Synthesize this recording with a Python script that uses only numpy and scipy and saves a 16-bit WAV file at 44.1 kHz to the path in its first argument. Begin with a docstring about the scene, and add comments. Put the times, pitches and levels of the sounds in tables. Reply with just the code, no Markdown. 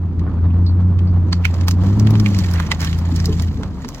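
"""A V8 exhaust drones, heard from the open side window of a pickup dragging felled trees over snow.
The truck rumbles, its tyres crunch and its body thumps over bumps. Behind it, twigs crackle, swish
and flick, thin branches snap, thick boughs break and sticks are crushed under the heap.
The engine revs once, about halfway through, and eases off at the end."""
import sys
import numpy as np
from scipy import signal
from scipy.fft import rfft, irfft, next_fast_len
from scipy.io import wavfile
from scipy.ndimage import map_coordinates

SR = 44100
rng = np.random.default_rng(int(sys.argv[2]) if len(sys.argv) > 2 else 0)


def waveform_to_disk(signal):
    """Save audio, clipped to [-1, 1], as 16-bit WAV at the path in sys.argv[1]."""
    frames = np.transpose(np.atleast_2d(signal))
    scaled = np.clip(frames, -1, 1) * 32767
    samples = np.round(scaled).astype(np.int16)
    wavfile.write(sys.argv[1], SR, samples)


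N = 176400  # 4 seconds


def amp(db):
    """Turn decibels into a gain to multiply by."""
    return 10 ** (np.asarray(db) / 20)

def unit(x):
    """Scale x to an average (rms) level of 1."""
    return x / np.sqrt(np.mean(x ** 2) + 1e-20)

def curve(rows):
    """Join (time_s, value) rows with straight lines, one value per sample."""
    return np.interp(np.arange(N) / SR, *np.transpose(rows))

def wobble(per_s):
    """A smooth random curve through per_s new values a second."""
    values = rng.standard_normal(int(N * per_s / SR) + 4)
    return map_coordinates(values, [np.arange(N) * per_s / SR])

def along(rows, hz):
    """Read between (pitch_hz, value) rows, with octaves evenly spaced."""
    pitches, values = np.transpose(rows)
    return np.interp(np.log(hz + 1), np.log(pitches + 1), values)

def shape(rows, hz):
    """Gain of a tone colour given as (pitch_hz, level_db) rows, fading beyond its ends."""
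    edges = np.minimum(1, hz / rows[0][0]) ** 2 / np.maximum(1, hz / rows[-1][0]) ** 2
    return amp(along(rows, hz)) * edges

def band(hz, centre_hz, octaves):
    """Gain that keeps a broad band of pitches."""
    return unit((1 + (np.log2((hz + 1) / centre_hz) / octaves) ** 2 / 3) ** -3)

def resonance(hz, centre_hz, width_hz, boost_db):
    """Gain that boosts the pitches near centre_hz and leaves the rest alone."""
    return np.sqrt(1 + (amp(boost_db) ** 2 - 1) / (1 + (2 * (hz - centre_hz) / width_hz) ** 2))

def filtered(x, response):
    """Multiply each frequency in x by response(hz)."""
    size = next_fast_len(N + SR // 4)
    return irfft(rfft(x, size) * response(np.fft.rfftfreq(size, 1 / SR)), size)[..., :N]

def ring(x, gain, size=2048):
    """Filter x by gain(hz) so that ringing comes after each hit, never before it."""
    cepstrum = irfft(np.log(gain(np.fft.rfftfreq(size, 1 / SR)) + 1e-6))
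    cepstrum[1:size // 2] *= 2
    cepstrum[size // 2 + 1:] = 0
    ringing = irfft(np.exp(rfft(cepstrum)))
    return signal.fftconvolve(x, ringing[None], axes=1)[:, :x.shape[1]]

def add(out, start_s, x):
    """Mix x into out, beginning at start_s."""
    part = out[:, max(0, round(start_s * SR)):][:, :x.shape[-1]]
    part += x[..., :part.shape[1]]

def hiss(size, alike=0.31):
    """White noise, partly shared by left and right."""
    shared = np.sqrt(alike) * rng.standard_normal(size)
    return shared + np.sqrt(1 - alike) * rng.standard_normal((2, size))

# How alike left and right are (1 is identical): pitch_hz, likeness
STEREO_LIKENESS = [(25, 0.52), (60, 0.78), (300, 0.96), (700, 0.91), (1400, 0.83), (3000, 0.15),
                   (15000, 0.77)]
def rush(colour):
    """Stereo noise with a tone colour, most alike on both sides in the low middle pitches."""
    def mid_and_side(hz):
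        angle = np.arccos(along(STEREO_LIKENESS, hz)) / 2
        return shape(colour, hz) * [np.cos(angle), np.sin(angle)]
    mid, side = filtered(rng.standard_normal((2, N)), mid_and_side)
    return unit(np.array([mid + side, mid - side]))


# How often the cylinders fire: time_s, firing_hz
FIRING_RATE = [(0, 87.3), (.28, 83.83), (.46, 85.97), (.83, 90.42), (1.1, 89.5), (1.47, 86.87), (1.8, 89.9),
               (1.99, 105.6), (2.1, 108), (2.2, 106.6), (2.36, 97), (2.5, 87.6), (2.7, 80.2), (2.85, 82.7),
               (3.1, 85.55), (3.45, 84.4), (3.65, 77.84), (4, 64.6)]
# Loudness of the deep firing tone: time_s, level_db
BOOM_LEVEL = [(0, -18), (.3, -22), (.47, -12), (.65, -13), (1.3, -14), (1.52, -17.5), (1.78, -12.5),
              (1.86, -16), (2.02, -11), (2.2, -12.5), (2.3, -16.5), (2.59, -17), (2.68, -26), (2.98, -17),
              (3.47, -17), (3.68, -31.5), (4, -50)]
# Loudness of the burble, which follows how hard the engine works: time_s, level_db
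BURBLE_LEVEL = [(0, -31.5), (.3, -26), (1.3, -25.5), (1.42, -28), (1.85, -27), (1.97, -25), (2.38, -25.5),
                (2.46, -25), (3.5, -20.5), (3.7, -34.5), (4, -35)]
# The tones in the burble: waves_per_engine_cycle, level_db
BURBLE_TONES = [(5, -7.5), (10, -12), (11, -9), (13, -8), (16, -0.5), (20, -13.5), (21, -17.5), (24, -16),
                (30, -25)]
# The cab rings as those tones sweep through its pitch: pitch_hz, width_hz, boost_db
CAB_RESONANCE = (192, 9.4, 7.34)
def engine(cylinders=8, roughness=0.28, growl_db_per_hz=0.34):
    """Firing cylinders make a deep boom; their two banks add an uneven burble around it."""
    firing_hz = curve(FIRING_RATE)
    unsteady_hz = firing_hz * (1 + 0.00093 * wobble(20))
    cycle = 2 * np.pi * np.cumsum(unsteady_hz) / SR / cylinders
    boom = amp(curve(BOOM_LEVEL)) * (1 + 0.092 * wobble(25.02)) * np.sin(cylinders * cycle)
    growl_db_per_octave = growl_db_per_hz * (firing_hz - firing_hz.mean())  # revving lifts high tones
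    burble = 0
    for waves, level_db in BURBLE_TONES:
        random_start = waves % cylinders not in (3, 5)  # the rest line up with the firing
        phase = waves * cycle + random_start * 2 * np.pi * rng.random()
        tone = (1 + roughness * wobble(9.2)) * np.sin(phase) + roughness * wobble(7.6) * np.cos(phase)
        cab = resonance(firing_hz * waves / cylinders, *CAB_RESONANCE)
        burble += amp(level_db + growl_db_per_octave * np.log2(waves / cylinders)) * cab * tone
    return np.sqrt(2) * (boom + amp(curve(BURBLE_LEVEL) - 3) * burble)

# Loudness of the tyres on the snow: time_s, level_db
TYRE_LEVEL = [(0, -47), (.18, -51), (.26, -43), (.7, -46), (1.25, -43.5), (2.15, -39.5), (3.05, -43.5),
              (3.7, -46), (4, -45)]
# Tone colour of crunching snow: pitch_hz, level_db
SNOW_COLOUR = [(200, -16), (450, 8.5), (750, 6.5), (1100, 6.5), (1500, -3), (2200, -13.5), (4500, -20),
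               (7000, -45), (9500, -53.5), (16000, -40)]
def tyres(gain_db=2.5):
    """Snow packs down under the tyres with an uneven crunch."""
    crunch = unit(rush(SNOW_COLOUR) * amp(2.1 * wobble(24) + 2.7 * wobble(220)))
    return amp(curve(TYRE_LEVEL) + gain_db) * crunch

# Loudness of the rolling truck: time_s, level_db
RUMBLE_LEVEL = [(0, -37), (.25, -32), (1.3, -31.5), (1.4, -36.5), (1.75, -30.5), (2, -28), (2.35, -29),
                (2.5, -34), (3.7, -35), (4, -42)]
# Tone colour of its rumble: pitch_hz, level_db
RUMBLE_COLOUR = [(20, -17.5), (35, -4.5), (55, 0.5), (85, 7), (130, -2.5), (180, 3), (230, -5), (300, -5.5),
                 (400, -15), (600, -29.5), (1200, -34.5)]
def rumble(gain_db=8):
    """The truck's frame rumbles as it rolls."""
    return amp(curve(RUMBLE_LEVEL) + gain_db) * rush(RUMBLE_COLOUR)

# Pitches that colour all the snapping and crackling heard from the window: pitch_hz, width_hz, boost_db
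CRACKLE_PEAKS = [(1910, 370, 3), (3110, 140, 3.5), (4220, 1200, 4)]
def crackle_peaks(hz):
    """Gain that boosts the same few pitches in every snap and crackle."""
    return np.prod([resonance(hz, *row) for row in CRACKLE_PEAKS], axis=0)

# Loudness of the dragged branches, very faint at first: time_s, level_db
BRUSH_LEVEL = [(0, -68.5), (1.25, -64.5), (1.5, -47.5), (1.77, -56), (1.85, -42), (2.03, -50.5),
               (2.35, -39.5), (2.58, -41), (2.76, -46.5), (2.83, -37), (3.03, -47), (3.15, -43),
               (3.42, -45), (3.72, -54.5), (4, -46.5)]
# Tone colour of their needles and twigs: pitch_hz, level_db
BRUSH_COLOUR = [(400, -25), (1000, 5.5), (2050, -1.5), (5200, -1.5), (7100, -1.5), (9200, -16), (12000, -8),
                (16000, -14.5)]
def brush(sprays_per_s=110, twigs_per_spray=4, spray_s=0.009, ring_s=0.028):
    """Needles swish over the snow and twigs break in little sprays, each twig ringing at two pitches."""
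    twigs, t = np.zeros((2, N)), np.arange(SR // 30) / SR
    sprays = np.repeat(rng.random((int(sprays_per_s * N / SR), 2)), twigs_per_spray, axis=0)
    for (when, weakness), (late, *pitches) in zip(sprays, rng.random((len(sprays), 3))):
        tones = sum(np.sin(2 * np.pi * 1700 * 4.6 ** pitch * t) for pitch in pitches)
        tick = hiss(len(t)) * amp(-60 * t / 0.0028) + 0.5 * tones * amp(-60 * t / ring_s)
        strength = amp(-3.5 * np.log(weakness + 0.014))  # many soft sprays, a few loud ones
        add(twigs, when * N / SR + late * spray_s, strength * tick)
    colour = lambda hz: shape(BRUSH_COLOUR, hz) * crackle_peaks(hz)
    swish = amp(-2.5) * unit(ring(hiss(N) * amp(2.9 * wobble(520)), colour))
    crackle = amp(0.5) * unit(ring(twigs, colour))
    clumps = unit(amp(1.6 * wobble(30.2)))
    return amp(curve(BRUSH_LEVEL)) * clumps * (swish + crackle)

LEAD_IN_S, BREAK_DELAY_S = 0.02, 0.00095
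CRACK_TIME_S = np.arange(SR // 5) / SR - LEAD_IN_S  # zero at the moment the wood breaks
def fade(fade_s, delay_s=0):
    """Jump to full level delay_s after the break, then drop 60 dB in fade_s."""
    return (CRACK_TIME_S >= delay_s) * amp(-60 * abs(CRACK_TIME_S - delay_s) / fade_s)

def crack(fracture, splinter_db, strain_s=0.035, splinter_s=0.042):
    """Fibres give way, the wood cracks and splinters, and the heap returns a faint echo."""
    t = CRACK_TIME_S
    strain = (t < 0) * amp(-13 - 60 * abs(t) / strain_s)
    tearing = strain + amp(splinter_db) * fade(splinter_s)
    fibres = unit(amp(3 * wobble(1116.5)[:len(t)])) * tearing * hiss(len(t))
    echo = amp(-24) * fade(0.14) * rng.standard_normal((2, len(t)))
    return unit(fracture * rng.standard_normal(len(t)) + fibres + echo)

# The low, middle, high and top bands of a crack: pitch_hz, width_octaves
CRACK_BANDS = [(1080, 0.59), (2250, 0.95), (5400, 0.43), (13000, 0.51)]
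def crack_colour(hz, levels_db):
    """Tone colour of one break: four bands of pitch, shaped by the shared crackle peaks."""
    power = sum((amp(db) * band(hz, *row)) ** 2 for db, row in zip(levels_db, CRACK_BANDS))
    return crackle_peaks(hz) * np.sqrt(power)

# Thin branches snapping: start_s, low_db, middle_db, high_db, top_db
BRANCH_SNAPS = [(0.1939, -52.5, -49.5, -54, -67), (0.9899, -51, -43.5, -61.5, -70),
                (1.5409, -60, -43.5, -43, -55), (1.6097, -66, -41.5, -42.5, -58.5),
                (1.71, -48, -38, -31.5, -39.5), (1.9964, -50, -39, -34.5, -46),
                (2.07, -44, -34, -43.5, -51), (2.1057, -59, -40.5, -41, -40.5),
                (2.1527, -34, -38, -57, -70), (2.1982, -39, -37.5, -36.5, -43.5),
                (2.3461, -48, -38.5, -37.5, -55.5), (2.3872, -40, -37.5, -30, -39.5),
                (2.5115, -57, -46.5, -40.5, -45), (2.537, -35.5, -44, -37.5, -40),
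                (2.5995, -27.5, -35, -41, -42), (2.804, -45, -48, -36.5, -42.5),
                (2.815, -37, -38, -34.5, -42), (2.846, -49, -35.5, -30, -41),
                (2.9287, -52, -37.5, -41, -56.5), (2.9868, -47, -49.5, -43, -45),
                (3.1602, -52, -55.5, -33, -42), (3.2004, -47, -41, -36.5, -55),
                (3.256, -67, -49, -29, -39.5), (3.3967, -41, -39, -37.5, -55.5),
                (3.4215, -56.5, -43.5, -38, -39.5), (3.6326, -38, -40, -45.5, -62),
                (3.8459, -37.5, -42.5, -45, -63.5), (3.8872, -45, -45, -36.5, -44),
                (3.946, -66, -47, -41.5, -54.5)]
def branches(gain_db=-12):
    """A thin branch snaps with one sharp crack."""
    out = np.zeros((2, N))
    for start_s, *levels_db in BRANCH_SNAPS:
        burst = crack(fade(0.008), splinter_db=-7)
        snap = ring(burst, lambda hz: crack_colour(hz, levels_db))
        add(out, start_s + BREAK_DELAY_S - LEAD_IN_S, amp(gain_db) * snap)
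    return out

# The truck going over bumps: start_s, level_db, pitch_hz
BODY_THUMPS = [(.21, -28, 270.5), (1.231, -28, 259), (3.11, -23, 260), (3.275, -28, 432), (3.279, -25, 306),
               (3.57, -29, 257), (3.578, -33, 437), (3.832, -30, 245), (3.838, -39, 394)]
def bumps(gain_db=14, rise_s=0.016, fade_s=0.15):
    """Each bump draws a soft, rattly thump from the truck's body."""
    out, t = np.zeros((2, N)), np.arange(SR // 2) / SR
    for start_s, level_db, pitch_hz in BODY_THUMPS:
        swell = (1 - np.exp(-(t / rise_s) ** 2)) * amp(level_db + gain_db - 60 * t / fade_s)
        rattle = 1.14 * wobble(150)[:len(t)]
        add(out, start_s, swell * np.sin(2 * np.pi * pitch_hz * t + rattle))
    return out

# Springy twigs flicking: start_s, level_db, pitch_hz
TWIG_FLICKS = [(.275, -33, 1240), (.503, -44.5, 2770), (.664, -32.5, 4320), (.689, -42.5, 4370),
               (1.073, -44, 4720)]
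def flicks(fade_s=0.12, roughness=1.1):
    """Twigs spring free with a short, rough ring."""
    out, t = np.zeros((2, N)), np.arange(SR // 10) / SR
    for start_s, level_db, pitch_hz in TWIG_FLICKS:
        tone = np.sin(2 * np.pi * pitch_hz * t + roughness * wobble(1000)[:len(t)])
        add(out, start_s, amp(level_db - 60 * t / fade_s) * tone)
    return out

# Thick boughs breaking:
# start_s, low_db, middle_db, high_db, top_db, pitch_hz, width_hz, boost_db, gap_s
BOUGH_BREAKS = [(1.3281, -30, -30.5, -33, -51.5, 4500, 138, 15, .003),
                (1.4513, -42, -29, -33.5, -37.5, 2480, 608, 14.8, 0.0018),
                (1.6819, -28, -30, -29.5, -31, 4847, 200, 4, 0.0052),
                (2.2605, -52.5, -30, -48.5, -58.5, 2330, 400, 8.3, 0.0019),
                (2.716, -27.5, -22, -28.5, -46.5, 2049, 130, 6.7, .005)]
def boughs(gain_db=-11, fade_s=0.009):
    """A thick bough breaks in two stages, gap_s apart, and rings at its own pitch."""
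    out = np.zeros((2, N))
    for start_s, *levels_db, pitch_hz, width_hz, boost_db, gap_s in BOUGH_BREAKS:
        burst = crack(fade(fade_s) + amp(-5) * fade(fade_s, gap_s), splinter_db=-9)
        colour = lambda hz: crack_colour(hz, levels_db) * resonance(hz, pitch_hz, width_hz, boost_db)
        add(out, start_s + BREAK_DELAY_S - LEAD_IN_S, amp(gain_db) * ring(burst, colour))
    return out

# Loudness of the sticks being crushed: time_s, level_db
STICK_LEVEL = [(1.7, -55.5), (2.48, -49), (2.58, -34), (2.66, -42), (2.78, -49.5), (2.835, -31.5),
               (2.88, -45), (3.7, -64)]
# The band of pitches they fill: pitch_hz, width_octaves
STICK_BAND = (1410, 1)
def sticks():
    """Sticks splinter thick and fast under the weight of the heap."""
    splinters = hiss(N) * amp(2.4 * wobble(700) + wobble(70))
    crunch = unit(ring(splinters, lambda hz: band(hz, *STICK_BAND) * crackle_peaks(hz)))
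    fade_in = np.minimum(1, np.arange(N) / SR / STICK_LEVEL[0][0])
    return amp(curve(STICK_LEVEL)) * crunch * fade_in


def scene(pan_db=2.5, left_lead_s=0.00012):
    """The truck is all around; the wood is louder on the right and a touch earlier on the left."""
    side = np.array([[-1], [1]])  # left, right
    placement = lambda hz: amp(pan_db * side) * np.exp(-1j * np.pi * hz * left_lead_s * side)
    wood = filtered(boughs() + branches() + flicks() + sticks() + brush(), placement)
    return engine() + tyres() + rumble() + bumps() + wood

def record(dry, top_hz=16100):
    """Cut away the very highest treble."""
    return filtered(dry, lambda hz: hz < top_hz)


dry = scene()
out = record(dry)
waveform_to_disk(out)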